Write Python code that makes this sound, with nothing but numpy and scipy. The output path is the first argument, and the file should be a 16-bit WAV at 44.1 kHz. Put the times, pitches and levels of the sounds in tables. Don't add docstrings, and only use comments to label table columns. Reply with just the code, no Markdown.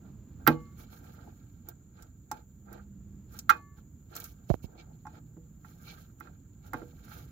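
import sys
import numpy as np
from scipy import signal
from scipy.fft import rfft, irfft, next_fast_len
from scipy.io import wavfile
from scipy.ndimage import map_coordinates

SR = 44100
rng = np.random.default_rng(int(sys.argv[2]) if len(sys.argv) > 2 else 0)


def wrap_up_sound(samples):
    columns = np.atleast_2d(samples).T
    tamed = np.clip(columns, -1, 1)
    steps = np.round(tamed * 32767).astype(np.int16)
    wavfile.write(sys.argv[1], SR, steps)


N = 322371
T = np.arange(int(.7 * SR)) / SR


# (time [s], housing level [dB], bracket level [dB], panel level [dB])
PLUG_KNOCKS = [(0.466, -5, -30, -33), (.475, 1, -16.5, -15), (.4883, -19.5, -20.5, -12.5),
               (2.314, -26, -31.5, -39), (3.4932, 0, -36.5, -39), (3.502, -0.5, -24, -38),
               (5.053, -41.5, -39, -60), (5.067, -35, -38.5, -46), (5.367, -55, -64, -39),
               (5.645, -40.5, -52, -65), (6.206, -29, -49, -45.5), (6.271, -39, -60, -58),
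               (6.7322, -20.5, -35, -36.5), (6.7399, -21.5, -29.5, -28.5), (6.8165, -40, -61, -32),
               (7.079, -41, -70, -66)]
# (frequency [Hz], level [dB], t60 [s])
HOUSING_MODES = [(1194, -5, 0.035), (1371.5, 3, 0.032), (1481, -8, .04), (1579, -7, 0.053),
                 (1892, -12.5, 0.039), (2093, -13, 0.046), (2490, -26.5, 0.14), (3320, -29, 0.026),
                 (3940, -31.5, 0.027)]
# (frequency [Hz], level [dB], t60 [s])
BRACKET_MODES = [(729, -12.5, .09), (852.8, -1.5, 0.12), (926, -8.5, 0.036), (1067, -8, 0.064)]
# (frequency [Hz], level [dB], t60 [s])
PANEL_MODES = [(121, -14.5, 0.13), (151.4, -6, 0.31), (240, -6.5, 0.2), (277, -9.5, 0.15),
               (321.4, 0.5, .17), (355.6, -6, 0.13), (455, -9.5, 0.081), (481, -6, 0.25), (590, -9, 0.088)]
# (frequency [Hz], level [dB])
CLACK_COLOUR = [(300, -26), (800, -18), (1350, 8), (2100, -9), (2800, -18.5), (4200, -17.5), (7000, -32),
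                (9000, -46), (16000, -50)]
# (frequency [Hz], level [dB])
THUD_COLOUR = [(40, -26), (130, -6.5), (205, -11), (320, -2.5), (800, -11), (2000, -26), (6000, -55.5)]


def knocks():
    housing, mount = np.zeros((2, N))
    for s, housing_db, bracket_db, panel_db in PLUG_KNOCKS + grips():
        clack = ring(HOUSING_MODES, attack=0.0017, scatter_db=1.5)
        clack = clack + amp(-20) * burst(CLACK_COLOUR, t60=0.096, attack=0.0012)
        bracket = ring(BRACKET_MODES, attack=0.00027, scatter_db=2)
        thud = amp(-1) * ring(PANEL_MODES, attack=.001, scatter_db=2)
        thud = thud + amp(-3) * burst(THUD_COLOUR, t60=.08, attack=0.00073)
        add(housing, s, amp(housing_db) * clack)
        add(mount, s, amp(bracket_db) * bracket + amp(panel_db) * softened(thud, panel_db))
    return placed(housing, left_db=-10.5, lag=0.00056) + placed(mount, left_db=-4.5, lag=0)


GRIP_DB, GRIP_BRACKET_DB, GRIP_PANEL_DB = 18, -11, -14.5


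def grips():
    slope = PART_LEVELS[1][1]
    light = [(s, db + slope * bright_db + GRIP_DB) for s, half, db, bright_db in RUB_STROKES]
    return [(s, db, db + GRIP_BRACKET_DB, db + GRIP_PANEL_DB) for s, db in light]


SOFT_HZ, SOFT_GROWS = 1300, .3


def softened(x, db):
    corner = np.clip(SOFT_HZ * amp(db) ** SOFT_GROWS, 60, 8000)
    return signal.sosfilt(signal.butter(2, corner, fs=SR, output="sos"), x)


# (time [s], crack level [dB], sizzle level [dB], spring level [dB], place struck along the spring [0-1])
LATCH_SNAPS = [(0.4657, -34.5, -34, -74, .45), (0.475, -14.5, -8.5, -39.5, 0.44),
               (3.4935, -25.5, -26, -61, .31), (3.4997, -26.5, -24, -43.5, 0.26)]
# (frequency [Hz], level [dB])
CRACK_COLOUR = [(900, -19.5), (1900, 1), (2600, 1.5), (3300, -0.5), (4500, -1.5), (7000, -13),
                (8500, -19.5), (11000, -18), (16000, -25)]
# (frequency [Hz], level [dB])
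SIZZLE_COLOUR = [(5000, -39.5), (9000, -20.5), (10500, -9.5), (12000, -1), (14000, -0.5), (15500, -1),
                 (16800, -27)]
# (frequency [Hz], level [dB], t60 [s])
SPRING_MODES = [(1137, 5, .64), (1740, -11.5, 0.93), (2120, -14.5, 0.99), (2920, -11, 0.38),
                (3480, -26.5, 0.32), (4250, -19.5, 0.43)]
# (frequency [Hz], left minus right [dB])
SPRING_PAN_BANDS = [(1150, 3.5), (1750, 3), (2150, -13.5), (2850, -6.5), (3500, 5.5), (4250, -4)]


def snaps():
    latch, spring = np.zeros((2, N))
    damping = amp(-110 * np.maximum(T - .23, 0))
    for s, crack_db, sizzle_db, spring_db, place in LATCH_SNAPS:
        crack = burst(CRACK_COLOUR, t60=0.031, attack=0.00052)
        sizzle = burst(SIZZLE_COLOUR, t60=0.014, attack=.0002)
        add(latch, s, amp(crack_db) * crack + amp(sizzle_db) * sizzle)
        modes = []
        for k, (hz, db, t60) in enumerate(SPRING_MODES):
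            answer = np.sin((k + 1) * np.pi * place) ** 2
            modes.append((hz, db + 10 * np.log10(answer + 1e-6), t60))
        add(spring, s, amp(spring_db) * damping * ring(modes, attack=.004, scatter_db=1))
    return placed(latch, left_db=-11.5, lag=0) + amp(-2.5) * panned_by_band(spring, SPRING_PAN_BANDS)


# (time [s], sizzle level [dB], latch level [dB])
LATCH_TICKS = [(1.6868, -35, -49.5), (2.0234, -53, -50.5), (2.3143, -39.5, -37.5), (2.7279, -47, -55),
               (3.3388, -57, -58.5), (3.3892, -38.5, -36.5), (3.498, -41.5, -29.5), (4.1525, -42.5, -41),
               (4.1641, -34, -39.5), (4.2009, -38, -45), (4.2413, -38.5, -43), (5.067, -70, -57.5),
               (6.2008, -46.5, -59.5), (6.7336, -44, -49.5)]
# (frequency [Hz], level [dB])
LATCH_COLOUR = [(1500, -20.5), (3000, -11), (4200, -4.5), (6000, 2.5), (7500, 3.5), (9000, -12.5),
                (16000, -19.5)]


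def ticks():
    out = np.zeros((2, N))
    for s, sizzle_db, latch_db in LATCH_TICKS:
        pair = []
        for port in out:
            sizzle = burst(SIZZLE_COLOUR, t60=.028, attack=0.00028)
            click = burst(LATCH_COLOUR, t60=0.041, attack=0.00035)
            pair.append(amp(sizzle_db) * sizzle + amp(latch_db) * click)
        add(out, s, np.array(pair))
    return panned(out, pan_db=-5)


# (level [dB], level slope [dB per dB of brightness])
PART_LEVELS = [(6.5, -1.03), (4, -0.48), (1, 0.5), (3.5, 1.93)]
# (time [s], rustle level [dB])
HAND_HOLD = [(0, -94), (.6, -82), (1.3, -79), (1.8, -89.5), (3.9, -92.5), (4.3, -81.5), (5.4, -89.5),
             (6.5, -89.5), (6.9, -76), (7.31, -76)]
# (frequency [Hz], level [dB], t60 [s])
BODY_MODES = [(338, -3.5, 0.078), (470, -4.5, 0.065), (608, -1.5, 0.037), (700, -5, 0.046),
              (840, -2.5, 0.025)]
# (frequency [Hz], level [dB], t60 [s])
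SHELL_MODES = [(2293, -8, .04), (2650, -7.5, 0.017), (3140, 0, 0.0064), (3770, -2.5, 0.009),
               (4213, -5, 0.018), (4950, -3, 0.0059), (6600, 3.5, 0.0039)]
# (frequency [Hz], level [dB])
SKIN_COLOUR = [(3000, -21), (6500, 0), (8500, -16), (11000, -3), (13500, 1), (15600, 0.5), (16300, -27)]


def rubbing():
    part_db, slope = np.transpose(PART_LEVELS)
    contacts = slides()
    strengths = np.array([amp(db + slope * bright_db) for s, half, db, bright_db in contacts])
    shapes = np.array([swell(s, half) for s, half, db, bright_db in contacts])
    rustle = amp(curves(HAND_HOLD)[0])
    gains = np.sqrt(strengths.T ** 2 @ shapes ** 2 + rustle ** 2)
    body, housing, rasp, fizz = amp(part_db)[:, None] * gains
    low = body * panned(rubbed(BODY_MODES), pan_db=-3.5)
    low = low + housing * panned(rubbed(HOUSING_MODES), pan_db=-9.5)
    high = rasp * panned(rubbed(SHELL_MODES), pan_db=-6.5)
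    high = high + fizz * panned(coloured(slips(), SKIN_COLOUR), pan_db=-4)
    return low + high


# (time of the first grip [s], half length [s], level [dB], brightness [dB])
RUB_STROKES = [(.05, 0.064, -78.5, -6), (0.399, 0.046, -79.5, -10), (0.798, .035, -65, 1.5),
               (0.928, 0.04, -66, 1), (1.04, 0.084, -69, -3), (1.188, 0.084, -72, -6),
               (1.683, 0.027, -69, -7.5), (1.987, .06, -72, -4), (2.721, 0.06, -66.5, -8),
               (3.345, 0.053, -67.5, 1), (3.782, 0.019, -72, -0.5), (4.157, .042, -57, -2),
               (4.218, 0.063, -66, 4), (4.745, 0.12, -81.5, -15.5), (5.151, 0.031, -70, -3.5),
               (5.665, 0.052, -73.5, 3), (5.873, 0.12, -66.5, 1), (6.658, .04, -70.5, -0.5),
               (7.115, 0.08, -62, 1)]
GRIP_LEAD = .4
SKID_S, SKID_HALF_S, SKID_BRIGHT_DB = 0.046, 0.045, -4.5
SKID_DB, SKID_MAX_DB = -41.5, -66.5


def slides():
    strokes = [(s + GRIP_LEAD * half, half, db, bright_db) for s, half, db, bright_db in RUB_STROKES]
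    skids = []
    for s, housing_db, *rest in PLUG_KNOCKS:
        skid_db = min(housing_db + SKID_DB, SKID_MAX_DB)
        skids.append((s + SKID_S, SKID_HALF_S, skid_db, SKID_BRIGHT_DB))
    return strokes + skids


def slips():
    return rng.standard_normal((2, N)) * amp(2.4 * wobble(800) + 3 * wobble(70))


def rubbed(modes):
    resonance = ring(modes, attack=.0001, scatter_db=2)
    return unit(signal.fftconvolve(slips(), resonance[None], axes=1)[:, :N])


# (time of the peak [s], half length [s], level [dB])
FINGER_SQUEAKS = [(4.802, 0.021, -55.5), (5.895, 0.024, -50)]
# (frequency [Hz], level [dB], t60 [s])
SQUEAK_MODES = [(2313, 5, 0.068), (2730, -12, 0.05), (3810, -3, 0.026), (4260, 1.5, 0.041)]


def squeaks():
    sound = rubbed(SQUEAK_MODES) + amp(-2) * rubbed(SHELL_MODES)
    gain = sum(amp(db) * swell(s, half) for s, half, db in FINGER_SQUEAKS)
    return gain * panned(unit(sound), pan_db=-5.5)


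# (frequency [Hz], t60 [s])
WHEEL_WELL_DECAY = [(150, .19), (800, 0.24), (1500, 0.091), (4000, 0.074), (14000, .08)]


def wheel_well(x):
    hz, t, z = signal.stft(rng.standard_normal((2, SR // 2)), SR, nperseg=256)
    decay = amp(-60 * t / along(WHEEL_WELL_DECAY, hz)[:, None])
    tail = signal.istft(z * decay, SR, nperseg=256)[1]
    return signal.fftconvolve(x, tail / np.linalg.norm(tail[0]), axes=1)[:, :N]


# (time [s], level [dB], contact time to the pressure peak [s])
PORT_BUMPS = [(4.5020, -8, .0007), (4.507, -8, 0.0022), (4.5419, -16, 0.00044), (4.643, -24, 0.0013)]


def bumps():
    out = np.zeros(N)
    for s, db, contact in PORT_BUMPS:
        u = T / contact
        add(out, s, amp(db) * u ** 2 * np.exp(2 * (1 - u)))
    leak = signal.butter(3, 50, "high", fs=SR, output="sos")
    return signal.sosfilt(leak, out) * amp([[-26], [2]])


BRUSH_HALF_S, BRUSH_DB, BRUSH_GROWS = 0.014, -62.5, 0.11
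GRIT_DELAY_S, GRIT_HALF_S, GRIT_DB = 0.0042, 0.0086, -34


def brushes():
    grit, brush = np.zeros((2, N))
    for s, db, contact in PORT_BUMPS:
        grit += amp(db + GRIT_DB) * swell(s + GRIT_DELAY_S, GRIT_HALF_S)
        brush += amp(BRUSH_DB + BRUSH_GROWS * db) * swell(s, BRUSH_HALF_S)
    judder = grit * rubbed(BODY_MODES)
    skin = rubbed(SHELL_MODES) + amp(2.5) * coloured(slips(), SKIN_COLOUR)
    return panned(judder, pan_db=-21.5) + brush * panned(skin, pan_db=-13)


# (time at the loudest [s], half length [s], mean frequency [Hz], mean level [dB])
LOW_HUMS = [(0.802, 1.17, 220, -62), (2.918, .42, 199, -53.5), (5.202, 0.94, 156, -55.5)]


def drone():
    out = np.zeros(N)
    for s, half, hz, db in LOW_HUMS:
        level = amp(db + 2.5 * wobble(6)) * swell(s, half)
        phase = 2 * np.pi * np.cumsum(hz + 0.4 * wobble(7)) / SR
        out += level * np.sin(phase)
    return out


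# (frequency [Hz], level [dB])
RUMBLE_COLOUR = [(18, -42), (30, -11.5), (55, 2), (120, 0), (200, -4.5), (290, -11), (400, -22.5),
                 (700, -37.5), (1000, -38.5), (1350, -41), (2000, -47), (5000, -54.5), (9000, -66.5)]
# (time [s], level [dB])
RUMBLE_LEVEL = [(0.0, -49), (0.47, -49), (0.85, -52.5), (2.42, -56.5), (3.18, -50), (3.58, -54), (6.6, -54),
                (7.31, -51)]
# (frequency [Hz], level [dB])
WHINE_COLOUR = [(5600, -42.5), (6400, -12), (6950, 0), (7250, 1.5), (7500, -13), (7900, -39.5)]
# (frequency [Hz], level [dB])
HISS_COLOUR = [(7000, -36.5), (10000, -13.5), (12500, -1), (15500, 3), (16200, -24.5)]


def background():
    noise = lambda: rng.standard_normal((2, N))
    shared = rng.standard_normal(N)
    rumble = coloured(shared + 0.12 * noise(), RUMBLE_COLOUR) * amp(curves(RUMBLE_LEVEL)[0] + 1.5)
    whine = amp(-70.5) * coloured(noise(), WHINE_COLOUR)
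    hiss = amp(-78 + 1.2 * wobble(2.6)) * panned(coloured(noise(), HISS_COLOUR), pan_db=-4.5)
    return panned(rumble + drone(), pan_db=-3) + whine + hiss


def ring(modes, attack, scatter_db):
    hz, db, t60 = np.transpose(modes)[:, :, None]
    strength = db + scatter_db * rng.standard_normal(db.shape)
    sign = (-1) ** np.arange(len(modes))[:, None]
    waves = sign * amp(strength - 60 * T / t60) * np.sin(2 * np.pi * hz * T)
    return waves.sum(axis=0) * (1 - np.exp(-T / attack)) / np.linalg.norm(amp(db))


def burst(spectrum, t60, attack):
    noise = coloured(rng.standard_normal(len(T)), spectrum)
    return noise * amp(-60 * T / t60) * (1 - np.exp(-T / attack))


def swell(s, half):
    return np.exp(-np.minimum(np.abs((np.arange(N) / SR - s) / half), 8) ** 1.8)


def wobble(rate):
    return map_coordinates(rng.standard_normal(int(N * rate / SR) + 4), [np.arange(N) * rate / SR])


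def placed(x, left_db, lag):
    n = np.arange(N)
    return np.array([amp(left_db) * np.interp(n - lag * SR, n, x), x])


def panned(x, pan_db):
    return x * amp([[pan_db / 2], [-pan_db / 2]])


def panned_by_band(x, points):
    return filtered(x, lambda hz: amp(np.outer([.5, -.5], along(points, hz))))


def coloured(x, spectrum):
    return unit(filtered(x, lambda hz: amp(along(spectrum, hz))))


def filtered(x, response):
    n = x.shape[-1]
    m = next_fast_len(n + 4096)
    return irfft(rfft(x, m) * response(np.fft.rfftfreq(m, 1 / SR)), m)[..., :n]


def along(points, hz):
    f, v = np.transpose(points)
    return np.interp(np.log(hz + 1), np.log(f), v)


def curves(rows):
    s, *cols = np.transpose(rows)
    return [np.interp(np.arange(N) / SR, s, c) for c in cols]


def add(track, s, x):
    start = max(round(s * SR), 0)
    track[..., start:start + x.shape[-1]] += x[..., :N - start]


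def amp(db):
    return 10 ** (np.asarray(db) / 20)


def unit(x):
    return x / np.sqrt(np.mean(x ** 2) + 1e-20)


# (frequency [Hz], left minus right [dB])
PORT_COLOUR = [(1500, 0.5), (4000, 1.5), (7000, 7.5), (10000, -1), (14000, -2.5)]


def scene():
    plug = knocks() + snaps() + ticks()
    handling = plug + amp(-13.5) * wheel_well(plug) + rubbing() + squeaks()
    return panned_by_band(handling, PORT_COLOUR) + bumps() + brushes() + background()


TOP_HZ = 16500


def record(dry):
    lean = signal.sosfilt(signal.butter(3, 36, "high", fs=SR, output="sos"), dry)
    limited = lean / (1 + np.abs(lean / .9) ** 8) ** (1 / 8)
    return filtered(limited, lambda hz: hz < TOP_HZ)


dry = scene()
out = record(dry)
wrap_up_sound(out)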